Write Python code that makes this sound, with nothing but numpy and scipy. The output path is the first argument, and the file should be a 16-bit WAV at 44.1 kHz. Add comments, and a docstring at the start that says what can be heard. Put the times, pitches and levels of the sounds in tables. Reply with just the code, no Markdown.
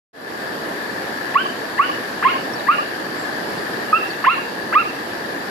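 """A steady forest rush fades in, a distant low roar under the hiss of leaves. From a nearby trunk a
woodpecker gives seven short, rising squawks, four and then three, its syrinx sweeping the harmonics
through the resonances of throat and bill. The trees return a soft echo and a ringing tail; far off,
a small bird chips and whistles thinly through the foliage. The stereo microphone has two ports,
of which the left rings like a narrow tube; a limiter holds the calls down."""
import sys
import numpy as np
from scipy import signal
from scipy.fft import rfft, irfft, next_fast_len
from scipy.io import wavfile
from scipy.ndimage import uniform_filter1d, minimum_filter1d, map_coordinates

SR = 44100
rng = np.random.default_rng(int(sys.argv[2]) if len(sys.argv) > 2 else 0)


def inscribe(sig):
    """Save sig as 16-bit PCM at rate SR to the path in sys.argv[1].

    A 1-D sig is mono; a 2-D sig holds one channel per row.
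    Samples are clipped to [-1, 1] before scaling.
    """
    pcm = np.round(np.clip(np.atleast_2d(sig).T, -1, 1) * 32767)
    wavfile.write(sys.argv[1], SR, pcm.astype(np.int16))


N = 242550


def amp(db):
    """Decibels to gain."""
    return 10 ** (np.asarray(db) / 20)


def unit(x):
    """Scale to rms 1."""
    return x / np.sqrt(np.mean(x ** 2) + 1e-20)


def along(points, hz):
    """Read (f/Hz, value) points on a log frequency axis."""
    f, v = np.transpose(points)
    return np.interp(np.log(hz + 1), np.log(f + 1), v)


def wobble(rate, size):
    """A smooth random curve, rate knots a second."""
    knots = np.arange(size) * rate / SR
    return map_coordinates(rng.standard_normal(int(knots[-1]) + 4), [knots])


def filtered(x, response):
    """Pass x through a frequency response."""
    m = next_fast_len(N + SR // 2)
    return irfft(rfft(x, m) * response(np.fft.rfftfreq(m, 1 / SR)), m)[..., :N]


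def causal(gain):
    """The minimum-phase response that has these gains."""
    cepstrum = irfft(np.log(gain))
    half = len(cepstrum) // 2
    cepstrum[1:half] *= 2
    cepstrum[half + 1:] = 0
    return np.exp(rfft(cepstrum))


def add(track, s, sound):
    """Mix a sound into a track from time s."""
    part = track[round(s * SR):][:len(sound)]
    part += sound[:len(part)]


def patchy_noise(patchy_db):
    """Two unrelated noises whose level varies in patches of time and frequency."""
    spectrum = signal.stft(rng.standard_normal((2, N)), nperseg=512)[2]
    patches = uniform_filter1d(rng.standard_normal(spectrum.shape[1:]), size=6, axis=0)
    patches = uniform_filter1d(patches, size=16, axis=1)
    return signal.istft(spectrum * amp(patchy_db * unit(patches)), nperseg=512)[1][:, :N]


def forest_rush(hiss_db, patchy_db, drift_db):
    """A distant roar, its lows alike at both ports, under the diffuse hiss of leaves."""
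    # spectra of the roar and of the leaves: f/Hz, relative level/dB
    roar_spectrum = [(20, -34), (50, -26), (100, -13.5), (200, -4), (330, 0.5), (500, -2.5), (800, -3.5),
                     (1200, -9), (1700, -23), (3000, -43), (6000, -72)]
    leaf_spectrum = [(200, -34), (800, -3), (1600, 2), (1900, -1.5), (2500, -1.5), (4000, -3.5),
                     (5600, -6.5), (6100, -14.5), (7200, -13.5), (9700, -16.5), (11800, -9), (13000, -17.5),
                     (14200, -30), (15600, -45)]
    # likeness of the roar at the two ports: f/Hz, correlation
    likeness = [(60, 0.92), (160, 0.906), (270, 0.88), (450, 0.74), (740, 0.13), (1200, -0.29)]
    # slow swell of the rush: t/s, level/dB
    swell = [(.4, -27.5), (1.2, -26.5), (3.1, -26.5), (3.7, -25.5), (4.4, -27.5), (5.5, -27)]

    def mid_and_side(hz):
        spread = np.arccos(np.clip(along(likeness, hz), -1, 1)) / 2
        return amp(along(roar_spectrum, hz)) * [np.cos(spread), np.sin(spread)]

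    mid, side = filtered(patchy_noise(patchy_db), mid_and_side)
    roar = unit(np.array([mid + side, mid - side])) * amp(drift_db * wobble(6.15, N))
    hiss = unit(filtered(patchy_noise(patchy_db=1.0), lambda hz: amp(along(leaf_spectrum, hz))))
    t = np.arange(N) / SR
    level_db = np.interp(t, *np.transpose(swell))
    fade_in = np.clip((t - 0.13) / 0.28, 1e-7, 1) ** 0.7
    return fade_in * amp(level_db) * (amp(-0.97) * roar + amp(hiss_db) * hiss)


def gesture(t, run_up, hold, climb, fall, start_hz, hold_hz, creep_hz, leap_hz, crest_hz,
            hold_db, drop_db, rasp_db, bright_db):
    """Pitch and levels of a squawk: run-up, pure hold on the throat's resonance, break, climb, fall."""
    break_s, attack_s, pure_s = 0.002, 0.0034, 0.0072
    onset_db, arch_db, attack_db, pure_db = -25.5, 2.5, 6.5, 5.5
    fall_hz_per_s2, fade_db_per_s, release_db_per_s = 346000, 135, 400
    since_hold = np.maximum(t - run_up - hold, 0)
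    since_crest = np.maximum(since_hold - climb, 0)
    rising, holding, climbing = np.clip([t / run_up, (t - run_up) / hold, since_hold / climb], 0, 1)
    broken = 1 - np.exp(-since_hold / break_s)
    climb_hz = crest_hz - hold_hz - creep_hz - leap_hz
    pitch = (start_hz + (hold_hz - start_hz) * rising + creep_hz * holding + leap_hz * broken
             + climb_hz * (1 - (1 - climbing) ** 1.5) - fall_hz_per_s2 * since_crest ** 2)
    # the fundamental swells late in the run-up and peaks in the middle of the hold
    swell_db = onset_db + (hold_db - onset_db) * rising ** 1.83 - arch_db * (2 * holding - 1) ** 2
    fundamental_db = swell_db - drop_db * broken - fade_db_per_s * since_hold
    # the overtones come in fast, then dip early in the hold
    dip_db = pure_db * np.exp(-((t - run_up - 0.2 * hold) / pure_s) ** 2)
    overtone_db = rasp_db + (bright_db - rasp_db) * holding - dip_db - attack_db * np.exp(-t / attack_s)
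    release_db = release_db_per_s * since_crest
    return pitch, fundamental_db - release_db, overtone_db - release_db


def squawk(shape, hoarse_db, slope_db, jitter, creak, shimmer_db, edge_s):
    """The syrinx sweeps upward; each harmonic flares as it crosses a throat resonance."""
    # throat and open bill, with two main resonances: f/Hz, gain/dB
    throat = [(500, -22), (800, -10), (950, -8), (1100, 1.5), (1250, -1), (1400, -5), (1800, -12),
              (2200, 2), (2700, -5), (3000, -6.5), (3500, -14), (4200, -18), (6000, -40)]
    t = np.arange(-edge_s, sum(shape[:4]) + edge_s, 1 / SR)
    pitch, fundamental_db, overtone_db = gesture(t, *shape)
    # slack membranes catch unevenly at the low start of the sweep
    slack = np.clip((1000 - pitch) / 400, 0, 1)
    pitch = pitch * (1 + (jitter + creak * slack) * wobble(363, len(t)))
    phase = 2 * np.pi * np.cumsum(pitch) / SR
    voice = np.zeros(len(t))
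    for k in range(1, 6):
        rolloff_db = slope_db * (k - 2) - 4 * (k > 3)  # weaker still above the third harmonic
        source_db = fundamental_db if k == 1 else overtone_db + rolloff_db
        flutter_db = shimmer_db * (1 + slack) * wobble(212, len(t))
        # turbulent air smears the overtones far more than the fundamental
        smear = min(amp(hoarse_db) * k ** 2, 0.3)
        tone = (1 + smear * wobble(701, len(t))) * np.sin(k * phase)
        tone += smear * wobble(695, len(t)) * np.cos(k * phase)
        voice += amp(source_db + flutter_db + along(throat, k * pitch)) * tone
    gate = np.clip(np.minimum(t - t[0], t[-1] - t) / edge_s, 0, 1) ** 2
    return t[0], voice * gate


def woodpecker():
    """The bird on its trunk: the voice towards the microphone, and the voice spilled among the trees."""
    # squawks: t/s, run-up/s, hold/s, climb/s, fall/s, start/Hz, hold/Hz, creep in the hold/Hz,
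    # leap at the break/Hz, crest/Hz, hold level/dB, drop at the break/dB, run-up overtones/dB,
    # climb overtones/dB, step per overtone/dB, hoarseness/dB, spill/dB
    squawks = [(1.341, .017, 0.01347, .042, 0.015, 810, 1080, 105, 115, 1567, -3.5, 4.5, -17, -13.5, -7.5, -26, -1.5),
               (1.778, .018, .014, 0.042, .014, 825, 1093, 75, 54, 1506, -4.7, 4.5, -15, -19.5, -11.5, -24, 2),
               (2.226, .026, 0.02, .032, 0.0074, 536, 1033, 55, 10, 1451, -5, 6.5, -14, -17, -3.5, -25.5, 3.5),
               (2.668, 0.023, .014, .034, .014, 785, 1148, 90, 5, 1433, -3.5, 3, -16.5, -18.5, -12, -22, 4.5),
               (3.926, .004, .017, 0.024, 0.015, 1280, 1253, 30, 0, 1368, -3, 4, -14, -12.5, -18, -35, 0.5),
               (4.24, .031, .018, .037, 0.0235, 485.6, 1008, 110, 110, 1402, -2.5, 4, -14, -12.5, -2, -29, -1.5),
               (4.726, .035, 0.017, .025, .025, 589, 1195, 65, 0, 1383, -2, 3, -13.5, -13, -5, -31.5, -2.5)]
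    # the bill points off mic, so the highest overtones miss the straight path: f/Hz, gain/dB
    off_axis = [(1000, 1.5), (1950, 0.5), (2250, -10.5), (2650, 3), (3100, -1.5), (3900, -5.5), (6000, -18)]
    near, spilled = np.zeros(N), np.zeros(N)
    for s, *shape, slope_db, hoarse_db, spill_db in squawks:
        offset_s, voice = squawk(shape, hoarse_db, slope_db,
                                 jitter=0.0031, creak=0.014, shimmer_db=0.7, edge_s=0.00293)
        add(near, s + offset_s, voice)
        add(spilled, s + offset_s, amp(spill_db) * voice)
    return filtered(near, lambda hz: amp(along(off_axis, hz))), spilled


def arrival(hz, delay_s, db, lead_ms):
    """One path to the two ports; its direction makes the left one lead or lag."""
    return amp(db) * np.exp(-2j * np.pi * hz * np.array([[delay_s - lead_ms / 1000], [delay_s]]))


def trunk_echoes(x):
    """Single trunks throw back weak, duller copies, the clearest from the right."""
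    # echo paths: delay/s, level/dB, lead at the left port/ms
    trunks = [(0.012, -19, 0.383), (0.028, -16.5, -0.24), (.058, -17, .3), (.096, -11, -0.39)]
    # what rough bark reflects: f/Hz, gain/dB
    bark = [(1200, -3.5), (1800, -3), (2300, -19), (2700, -5), (4000, -11)]
    return filtered(x, lambda hz: amp(along(bark, hz)) * sum(arrival(hz, *trunk) for trunk in trunks))


def wood_tail(x, build_s):
    """Scatter from many trees builds up, then dies at each frequency's own speed."""
    # ring time of the wood: f/Hz, t60/s
    decay = [(500, 1.3557), (1200, 0), (2700, 0.4907), (4200, 0.27), (6000, 0.5954)]
    # colour of its tail: f/Hz, gain/dB
    colour = [(500, -11.5), (1100, 9.5), (1500, 1), (2300, 8.5), (3000, 12), (4200, 18.5), (5000, 13),
              (7000, -4)]
    hz, t, noise = signal.stft(rng.standard_normal((2, SR)), SR, nperseg=256)
    envelope = amp(-60 * t / along(decay, hz)[:, None]) * (1 - np.exp(-t / build_s))
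    tail = signal.istft(noise * envelope, SR, nperseg=256)[1]
    wet = signal.fftconvolve(x[None], tail / np.linalg.norm(tail[0]), axes=1)[:, :N]
    return filtered(wet, lambda hz: amp(along(colour, hz)))


def small_bird(step_s, chip_s, glide):
    """Far off, two phrases of three thin, falling chips, with a high, quavering whistle between."""
    # chip phrases: t/s, level/dB
    phrases = [(2.525, -34), (4.068, -35)]
    # starting pitch of each chip in a phrase: f/Hz
    chip_hz = [5780, 4750, 4140]
    # the whistle: t/s, length/s, start/Hz, end/Hz, level/dB
    whistle = (3.14, .16, 7620, 7450, -42)
    chips = [(s + k * step_s, chip_s, hz, hz * glide, db)
             for s, db in phrases for k, hz in enumerate(chip_hz)]
    track = np.zeros(N)
    for s, length, start_hz, end_hz, db in chips + [whistle]:
        progress = np.linspace(0, 1, round(length * SR))
        quaver = 1 + 0.0127 * wobble(203, len(progress))
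        pitch = start_hz * (end_hz / start_hz) ** progress * quaver
        swell = amp(db + 3.5 * wobble(85, len(progress))) * np.sqrt(np.abs(np.sin(np.pi * progress)))
        add(track, s, swell * np.sin(2 * np.pi * np.cumsum(pitch) / SR))
    return track


def through_leaves(x, t60):
    """Foliage scatters a far voice into a short blur."""
    t = np.arange(SR // 4) / SR
    blur = rng.standard_normal((2, len(t))) * amp(-60 * t / t60)
    return signal.fftconvolve(x[None], blur / np.linalg.norm(blur[0]), axes=1)[:, :N]


def left_port(x):
    """The microphone's left port rings like a narrow tube and colours all that enters it."""
    # broad response against the right port: f/Hz, gain/dB
    slope = [(100, -3), (700, -3), (1200, -1.5), (2000, 1.5), (2500, -8.5), (3100, -14), (4000, -9.5),
             (6200, -8.5), (9400, -5.5), (12000, -15), (15000, 1)]
    # tube resonances and notches: f/Hz, width/Hz, gain/dB
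    modes = [(1727, 375, 15), (4581.5, 450, 17), (5380, 267, -26), (6970, 490, 10.5), (8190, 670, -20)]

    def response(hz):
        tube_db = sum(db / (1 + (2 * (hz - centre) / width) ** 2) for centre, width, db in modes)
        return causal(amp(along(slope, hz) + tube_db))

    return filtered(x, response)


def limiter(x, top_db, recovery_s):
    """Loud peaks pull the gain down at once; it creeps back afterwards."""
    peak = -minimum_filter1d(-np.abs(x).max(axis=0), size=180)
    over_db = np.maximum(20 * np.log10(peak + 1e-9) - top_db, 1e-9)
    age = np.arange(N) / SR / recovery_s
    cut_db = np.exp(np.maximum.accumulate(np.log(over_db) + age) - age)
    return x * amp(-uniform_filter1d(cut_db, size=180))


def scene():
    """At the microphone: the forest's rush, the near woodpecker, the answering trees, the far bird."""
    near, spilled = woodpecker()
    balance = amp([[-1.5], [1.5]])
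    straight = balance * filtered(near, lambda hz: arrival(hz, delay_s=0, db=0, lead_ms=0.056))
    trees = trunk_echoes(spilled) + amp(-12.0) * wood_tail(spilled, build_s=0.025)
    far = through_leaves(small_bird(step_s=0.025, chip_s=0.0233, glide=0.91), t60=0.072)
    rush = forest_rush(hiss_db=-6.0, patchy_db=0.8, drift_db=0.53)
    return rush + straight + trees + far


def record(dry):
    """Both ports, the left one ringing, feed a limiter; the band ends steeply in the high treble."""
    top_hz = 15650
    ports = np.array([left_port(dry[0]), dry[1]])
    held = limiter(ports, top_db=-3.0, recovery_s=0.04)
    return filtered(held, lambda hz: hz < top_hz)


dry = scene()
out = record(dry)
inscribe(out)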